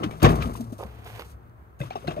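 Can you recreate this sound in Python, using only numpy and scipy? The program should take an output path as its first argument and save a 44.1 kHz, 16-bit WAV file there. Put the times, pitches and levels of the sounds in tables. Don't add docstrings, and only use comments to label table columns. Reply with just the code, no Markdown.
import sys
import numpy as np
from scipy import signal
from scipy.fft import rfft, irfft, next_fast_len
from scipy.io import wavfile
from scipy.ndimage import map_coordinates

SR = 44100
rng = np.random.default_rng(int(sys.argv[2]) if len(sys.argv) > 2 else 0)


def linear_from_db(decibels):
    return 10 ** (np.asarray(decibels, float) / 20)


def unload_audio(sound):
    columns = np.transpose(np.atleast_2d(sound))
    steps = np.round(np.clip(columns, -1, 1) * 32767)
    wavfile.write(sys.argv[1], SR, steps.astype(np.int16))


N = 97020

# time_s, level_db
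SHUDDER = [(0, -28.5), (.07, -34), (.2, -43), (.222, -38), (.228, -12), (.27, -13.5), (.36, -27.5),
           (.5, -33), (.55, -41), (.63, -43.5), (.68, -47.5), (1.79, -58), (1.83, -51), (2.04, -45.5),
           (2.09, -34.5), (2.2, -42)]
# centre_hz, width_hz, level_db
PANEL_MODES = [(59, 30, -11.5), (98, 34.5, -4.5), (164.4, 31.6, -4), (235, 42.3, -8), (357, 112, -11.5),
               (465, 65, -12), (620, 161, -14), (808, 400, -17), (1081, 183, -14), (1228, 232, -18.5),
               (1840, 1200, -33.5)]
# start_s, level_db, pitch_hz, t60_s
KNOCKS = [(0.227, -12, 59, 0.65), (.229, -20, 140.8, 0.66), (.44, -29, 61, 0.47), (.84, -36.5, 65.9, 1.3),
          (0.454, -24.5, 235, 0.26), (.599, -23.5, 232.9, 0.17), (0.724, -19.5, 239, 0.035),
          (0.85, -31.5, 192.4, 0.067), (1.805, -14.5, 129.3, 0.08), (1.813, -28.5, 556.5, 0.1),
          (1.82, -34.5, 328.4, 0.13), (1.908, -24.5, 751.4, 0.054), (1.956, -17.5, 687, 0.041),
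          (1.957, -26, 373, 0.04), (1.974, -29.5, 694, 0.033), (2.063, -27, 169.2, 0.059),
          (2.079, -19.5, 167.5, 0.09), (2.08, -22, 702, 0.081), (2.112, -23, 620, 0.028),
          (2.167, -27, 593.5, 0.17), (2.178, -21.5, 620, 0.036), (2.192, -23.5, 308, 0.054)]
# start_s, level_db, hold_s, t60_s
RATTLES = [(0.0345, -31, 0.0073, 0.092), (0.109, -48, 0.0055, 0.36), (0.199, -44.5, 0.019, 0.062),
           (0.219, -30, 0.012, 0.2), (0.243, -20.5, 0.015, 0.093), (0.284, -37.5, 0.022, 0.17),
           (0.353, -44, 0.0026, 0.25), (0.404, -45, .006, 0.14), (0.414, -40.5, .003, 0.18),
           (0.42, -30.5, 0.0041, 0.057), (0.454, -52, 0.0055, 0.12), (0.477, -56.5, 0.0038, 0.072),
           (0.553, -48, 0.0044, 0.082), (0.726, -52.5, .004, .06), (1.798, -47, 0.0066, 0.084),
           (1.811, -42, 0.013, 0.26), (1.904, -44.5, 0.015, 0.21), (1.954, -44.5, 0.0052, 0.17),
           (2.004, -55, 0.12, 0.13), (2.072, -36, 0.0085, 0.12), (2.104, -45, 0.0087, 0.097),
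           (2.163, -45, 0.003, 0.34)]
# centre_hz, width_hz, level_db
LATCH_MODES = [(1154, 250, 4.5), (1690, 520, -0.5), (2015, 307, 0), (2650, 364, -2), (3200, 420, -3.5),
               (3760, 242, -5), (4300, 210, -12.5), (4960, 550, -11), (6140, 2100, -16.5)]
# start_s, level_db, pitch_hz, t60_s
PINGS = [(0.0327, -26, 1216, .03), (0.0316, -29.5, 3050, 0.028), (.032, -36, 2145, 0.028),
         (.008, -25.5, 328, 0.069), (0.025, -30, 199, 0.062), (0.04, -21, 305, 0.078),
         (0.062, -23, 196, 0.092), (.109, -44.5, 2310, 0.077), (.223, -17, 484, 0.056),
         (.245, -18.5, 2280, 0.051), (0.246, -14.5, 1059, 0.092), (.245, -12.5, 742, 0.067),
         (.259, -19.5, 1815, 0.059), (.264, -12.5, 513, 0.048), (0.42, -29.5, 1346, 0.065),
         (0.4226, -27, 2417, 0.028), (.422, -36.5, 4020, 0.028), (0.434, -31.5, 1261, 0.12),
         (.553, -23, 970, 0.014), (.606, -36.5, 634, 0.049), (.611, -28, 268, 0.093),
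         (.729, -39, 620, 0.047), (1.803, -42, 2600, 0.032), (1.803, -36.5, 1580, 0.046),
         (1.813, -38, 2600, 0.053), (1.813, -37.5, 2060, 0.043), (1.813, -41, 3500, 0.056),
         (1.803, -30.5, 617, 0.037), (1.835, -34, 936, 0.041), (1.848, -31.5, 121.5, 0.13),
         (1.910, -36, 2450, 0.025), (1.913, -39.5, 1690, 0.035), (1.908, -48, 4330, 0.056),
         (1.92, -42, 2620, 0.034), (1.959, -29.5, 1167, 0.055), (1.958, -42, 2685, .05),
         (1.957, -44, 3760, 0.036), (1.957, -43.5, 5290, .03), (2.044, -32.5, 556, 0.047),
         (2.0755, -31, 2130, 0.025), (2.077, -30, 3840, 0.028), (2.079, -41, 4300, 0.033),
         (2.077, -44.5, 4900, 0.039), (2.077, -35, 1610, 0.039), (2.083, -35, 2600, 0.057),
         (2.082, -21, 352, 0.073), (2.111, -36, 1194, 0.047), (2.111, -41, 2750, 0.032),
         (2.188, -47, 2510, .06)]
# start_s, level_db, hold_s, crystals_db
STEPS = [
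    (0.79, -39, 0.044, -11),
    (0.825, -42.5, 0.011, -18),
    (0.863, -62, 0.2, 8),
    (1.054, -51.5, 0.054, 6),
    (1.117, -57.5, 0.031, 8),
    (1.149, -50, 0.036, 4),
    (1.191, -47.5, 0.032, 3),
    (1.239, -64, 0.021, -1),
    (1.288, -75.5, 0.046, 14),
]
# freq_hz, level_db_per_hz
LUMP_SPECTRUM = [(250, -11), (420, 13), (600, 7.5), (900, 5.5), (1300, -2), (2000, -35)]
# freq_hz, level_db_per_hz
CRYSTAL_SPECTRUM = [(700, 3.5), (1200, -0.5), (2500, -1.5), (3200, -4.5), (5000, -16.5), (8000, -25),
                    (15500, -13.5)]
# start_s, level_db, pitch_hz
SNAPS = [
    (.79, -30, 600),
    (.808, -25, 520),
    (.836, -29, 850),
    (1.1955, -25, 900),
    (1.209, -32, 1800),
    (1.221, -30, 1200),
]
# start_s, level_db, hold_s, t60_s
RUSTLES = [(0, -60, 0.32, 0.094), (.109, -60, 0.0066, 0.018), (.228, -25.5, 0.0023, 0.051),
           (.29, -45, 0.013, 0.23), (.356, -48, 0.0058, 0.22), (.42, -49, 0.011, 0.62),
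           (.533, -52, 0.0082, 0.057), (.556, -47, 0.0045, 0.15), (.607, -45.5, 0.0024, 0.075),
           (.72, -53, 0.0099, 0.07), (.78, -55.5, 0.04, 0.12), (.64, -66.5, 0.63, 0.19),
           (1.044, -53.5, 0.0021, 0.029), (1.06, -58, 0.051, 0.21), (1.15, -60, 0.067, 0.1075),
           (1.245, -63.5, 0.057, 0.11), (1.295, -60, 0.022, 0.11), (1.79, -59.5, 0.011, .05),
           (1.8, -57, 0.042, 0.42), (1.95, -64, 0.14, 0.11), (2.07, -62, 0.175, 0.14)]
# start_s, peak_db
CREASES = [
    (1.4297, -68),
    (1.4735, -68),
    (1.495, -62),
    (1.5736, -73.5),
]
# freq_hz, level_db_per_hz
NYLON_SPECTRUM = [(2350, -11.5), (4000, -11), (8430, -9), (10100, -8), (11300, -10), (12800, -9),
                  (15600, -23)]
# freq_hz, level_db_per_hz
AIR_SPECTRUM = [(25, -25.5), (40, -12), (60, 1.5), (210, -29.5), (1310, -26), (2600, -45.5), (5000, -60),
                (13000, -51)]
# freq_hz, correlation
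AIR_LIKENESS = [(60, 0.91), (240, 0.55), (950, -0.37), (3770, -0.13), (15000, 0.21)]
# centre_hz, width_hz, depth_0_to_1
HOUSING_NOTCHES = [(5400, 160, 0.2), (7250, 300, 0.8), (10380, 1200, 0.72)]

HUM_HZ, HUM_DB, HUM_T60_S, HUM_START_S = 109.7, -32.5, 4.05, .23
PING_RISE_S, PING_BEAT_SHARE, PING_PARTNER_DB = .0008, .09, -3
STEP_RISE_S, STEP_T60_S = 0.0035, 0.12
AIR_DB = -48
GATE_LEAD_S, GATE_PAN_DB = 0.0004534, 4
BOOT_LEAD_S, BOOT_PAN_DB = -0.00016, -4.5
MONO_HZ, LOW_CUT_HZ, TOP_HZ = 11500, 35, 15750


def unit(x):
    return x / np.sqrt(np.mean(x ** 2) + 1e-20)


def along(points, hz):
    f, v = np.transpose(points)
    return np.interp(np.log(hz + 1), np.log(f + 1), v)


def wobble(rate_hz):
    knots = rng.standard_normal(int(N * rate_hz / SR) + 4)
    return map_coordinates(knots, [np.arange(N) * rate_hz / SR])


def filtered(x, response):
    m = next_fast_len(N + SR // 2)
    return irfft(rfft(x, m) * response(np.fft.rfftfreq(m, 1 / SR)), m)[..., :N]


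def colour(x, spectrum):
    closed = [(spectrum[0][0] / 2, -90), *spectrum, (spectrum[-1][0] + 400, -120)]
    return unit(filtered(x, lambda hz: linear_from_db(along(closed, hz))))


def resonances(modes):
    def response(f):
        total = 0
        for k, (centre, width, db) in enumerate(modes):
            total = total + (-1) ** k * linear_from_db(db) * 1j * f * width / (centre ** 2 - f * f + 1j * f * width)
        return total
    return response


def bursts(rows, rise_s):
    t = np.arange(N) / SR
    total = 0
    for start, db, hold, t60 in rows:
        decay = linear_from_db(db - 60 * np.clip(t - start - hold, 0, None) / t60)
        total = total + decay * np.clip((t - start) / rise_s, 0, 1)
    return total


def grit(per_s, spread_db, alike):
    chance, size, sign = rng.random((3, 3, N)).swapaxes(0, 0)
    breaks = (chance < per_s / SR) * linear_from_db(-spread_db * np.log(size + 1 / 200)) * np.sign(sign - .5)
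    share = np.clip(alike, 0, 1)
    return np.sqrt(share) * breaks[0] + np.sqrt(1 - share) * breaks[1:]


def placed(pair, lead_s, pan_db):
    side = np.array([[.5], [-.5]])
    return filtered(pair, lambda hz: linear_from_db(pan_db * side) * np.exp(2j * np.pi * hz * lead_s * side))


def tailgate():
    return placed(shudder() + ringing_steel() + rattle(), GATE_LEAD_S, GATE_PAN_DB)


def shudder():
    level_db = np.interp(np.arange(N) / SR, *np.transpose(SHUDDER))
    panel = filtered(grit(3000, 3.43, 0.88), resonances(PANEL_MODES))
    return linear_from_db(level_db + 0.27 * wobble(42.0)) * unit(panel)


def ringing_steel():
    t = np.arange(N) / SR
    since = np.clip(t - HUM_START_S, 0, None)
    level_db = HUM_DB - 60 * since / HUM_T60_S + 4.1 * wobble(20)
    tones = linear_from_db(level_db) * np.sin(2 * np.pi * HUM_HZ * since + 2.1 * wobble(9.21))
    for start, db, hz, t60 in KNOCKS:
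        since = np.clip(t - start, 0, None)
        level = linear_from_db(db - 60 * since / t60 + 1.3 * wobble(hz / 3))
        tone = np.sin(2 * np.pi * hz * since + 0.94 * wobble(hz / 4))
        tones = tones + level * tone * (1 - np.exp(-since * hz * 2.8))
    return tones


def rattle():
    chatter = bursts(RATTLES, .0007) * linear_from_db(3 * wobble(150)) * unit(grit(4000, 3, .5))
    clicks = [round(start * SR) for start, *_ in RATTLES]
    chatter[:, clicks] += linear_from_db([db + 15 for _, db, *_ in RATTLES])
    return linear_from_db(8) * filtered(chatter, resonances(LATCH_MODES))


def pings():
    out = np.zeros((2, N + SR))
    t = np.arange(SR // 6) / SR
    for start, db, hz, t60 in PINGS:
        detune, left_rad, right_rad = rng.uniform(-0.9, 1, 3)
        partner_hz = hz * (1 + PING_BEAT_SHARE * detune)
        partner = np.sin(2 * np.pi * (partner_hz * t + np.array([[left_rad], [right_rad]])))
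        ring = np.sin(2 * np.pi * hz * t) + linear_from_db(PING_PARTNER_DB) * partner
        first = round(start * SR)
        out[:, first:first + len(t)] += linear_from_db(db - 60 * t / t60) * (1 - np.exp(-t / PING_RISE_S)) * ring
    return placed(out[:, :N], GATE_LEAD_S, GATE_PAN_DB)


def boots():
    lump_rows = [(start, db, hold, STEP_T60_S) for start, db, hold, _ in STEPS]
    fine_rows = [(start, db + fine_db - 4, hold, STEP_T60_S) for start, db, hold, fine_db in STEPS]
    lumps = bursts(lump_rows, STEP_RISE_S) * colour(grit(1500, 3.4, 0.88), LUMP_SPECTRUM)
    crystals = bursts(fine_rows, STEP_RISE_S) * colour(grit(2500, 3.5, .7), CRYSTAL_SPECTRUM)
    crunch = linear_from_db(1.3 * wobble(70.5)) * (lumps + crystals)
    return placed(crunch + crust(), BOOT_LEAD_S, BOOT_PAN_DB)


def crust():
    t = np.arange(N) / SR
    snaps = 0
    for start, db, hz in SNAPS:
        since = np.clip(t - start, 0, None)
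        snaps = snaps + linear_from_db(db - hz ** 1.3 * since) * np.sin(2 * np.pi * hz * since)
    cracks = bursts([(start, db - 5, 0, .012) for start, db, hz in SNAPS if hz > 800], .0002)
    return snaps + cracks * colour(rng.standard_normal(N), CRYSTAL_SPECTRUM)


def jacket():
    rustle = bursts(RUSTLES, 0.0022) * linear_from_db(1.75 * wobble(90))
    ticks = bursts([(start, db - 6, .001, .015) for start, db in CREASES], .0005)
    fibres = colour(grit(20000, 1.8, .7), NYLON_SPECTRUM)
    return placed((rustle + ticks) * fibres, GATE_LEAD_S, 2.3)


def air():
    def mid_side(hz):
        angle = np.arccos(np.clip(along(AIR_LIKENESS, hz), -1, 1)) / 2
        return linear_from_db(along(AIR_SPECTRUM, hz)) * np.array([np.cos(angle), np.sin(angle)])
    mid, side = filtered(rng.standard_normal((2, N)), mid_side)
    return linear_from_db(AIR_DB + 1.2 * wobble(15)) * unit(np.array([mid + side, mid - side]))


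def scene():
    return tailgate() + pings() + boots() + jacket() + air()


def low_pass(x):
    return signal.sosfilt(signal.butter(12, 15750, fs=SR, output="sos"), x)


def record(dry):
    def camera(f):
        response = (1j * f / (LOW_CUT_HZ + 1j * f)) ** 2 * (f < TOP_HZ)
        for centre, width, depth in HOUSING_NOTCHES:
            response = response * (1 - np.clip(depth, 0, .95) / (1 + (2 * (f - centre) / width) ** 2))
        return response
    x = filtered(dry, camera)
    treble_side = filtered((x[0] - x[1]) / 2, lambda f: 0.75 * (f > MONO_HZ))
    x = x - treble_side * np.array([[1], [-1]])
    mix = x / (1 + np.abs(x / .85) ** 6) ** (1 / 6)
    return low_pass(mix)


dry = scene()
out = record(dry)
unload_audio(out)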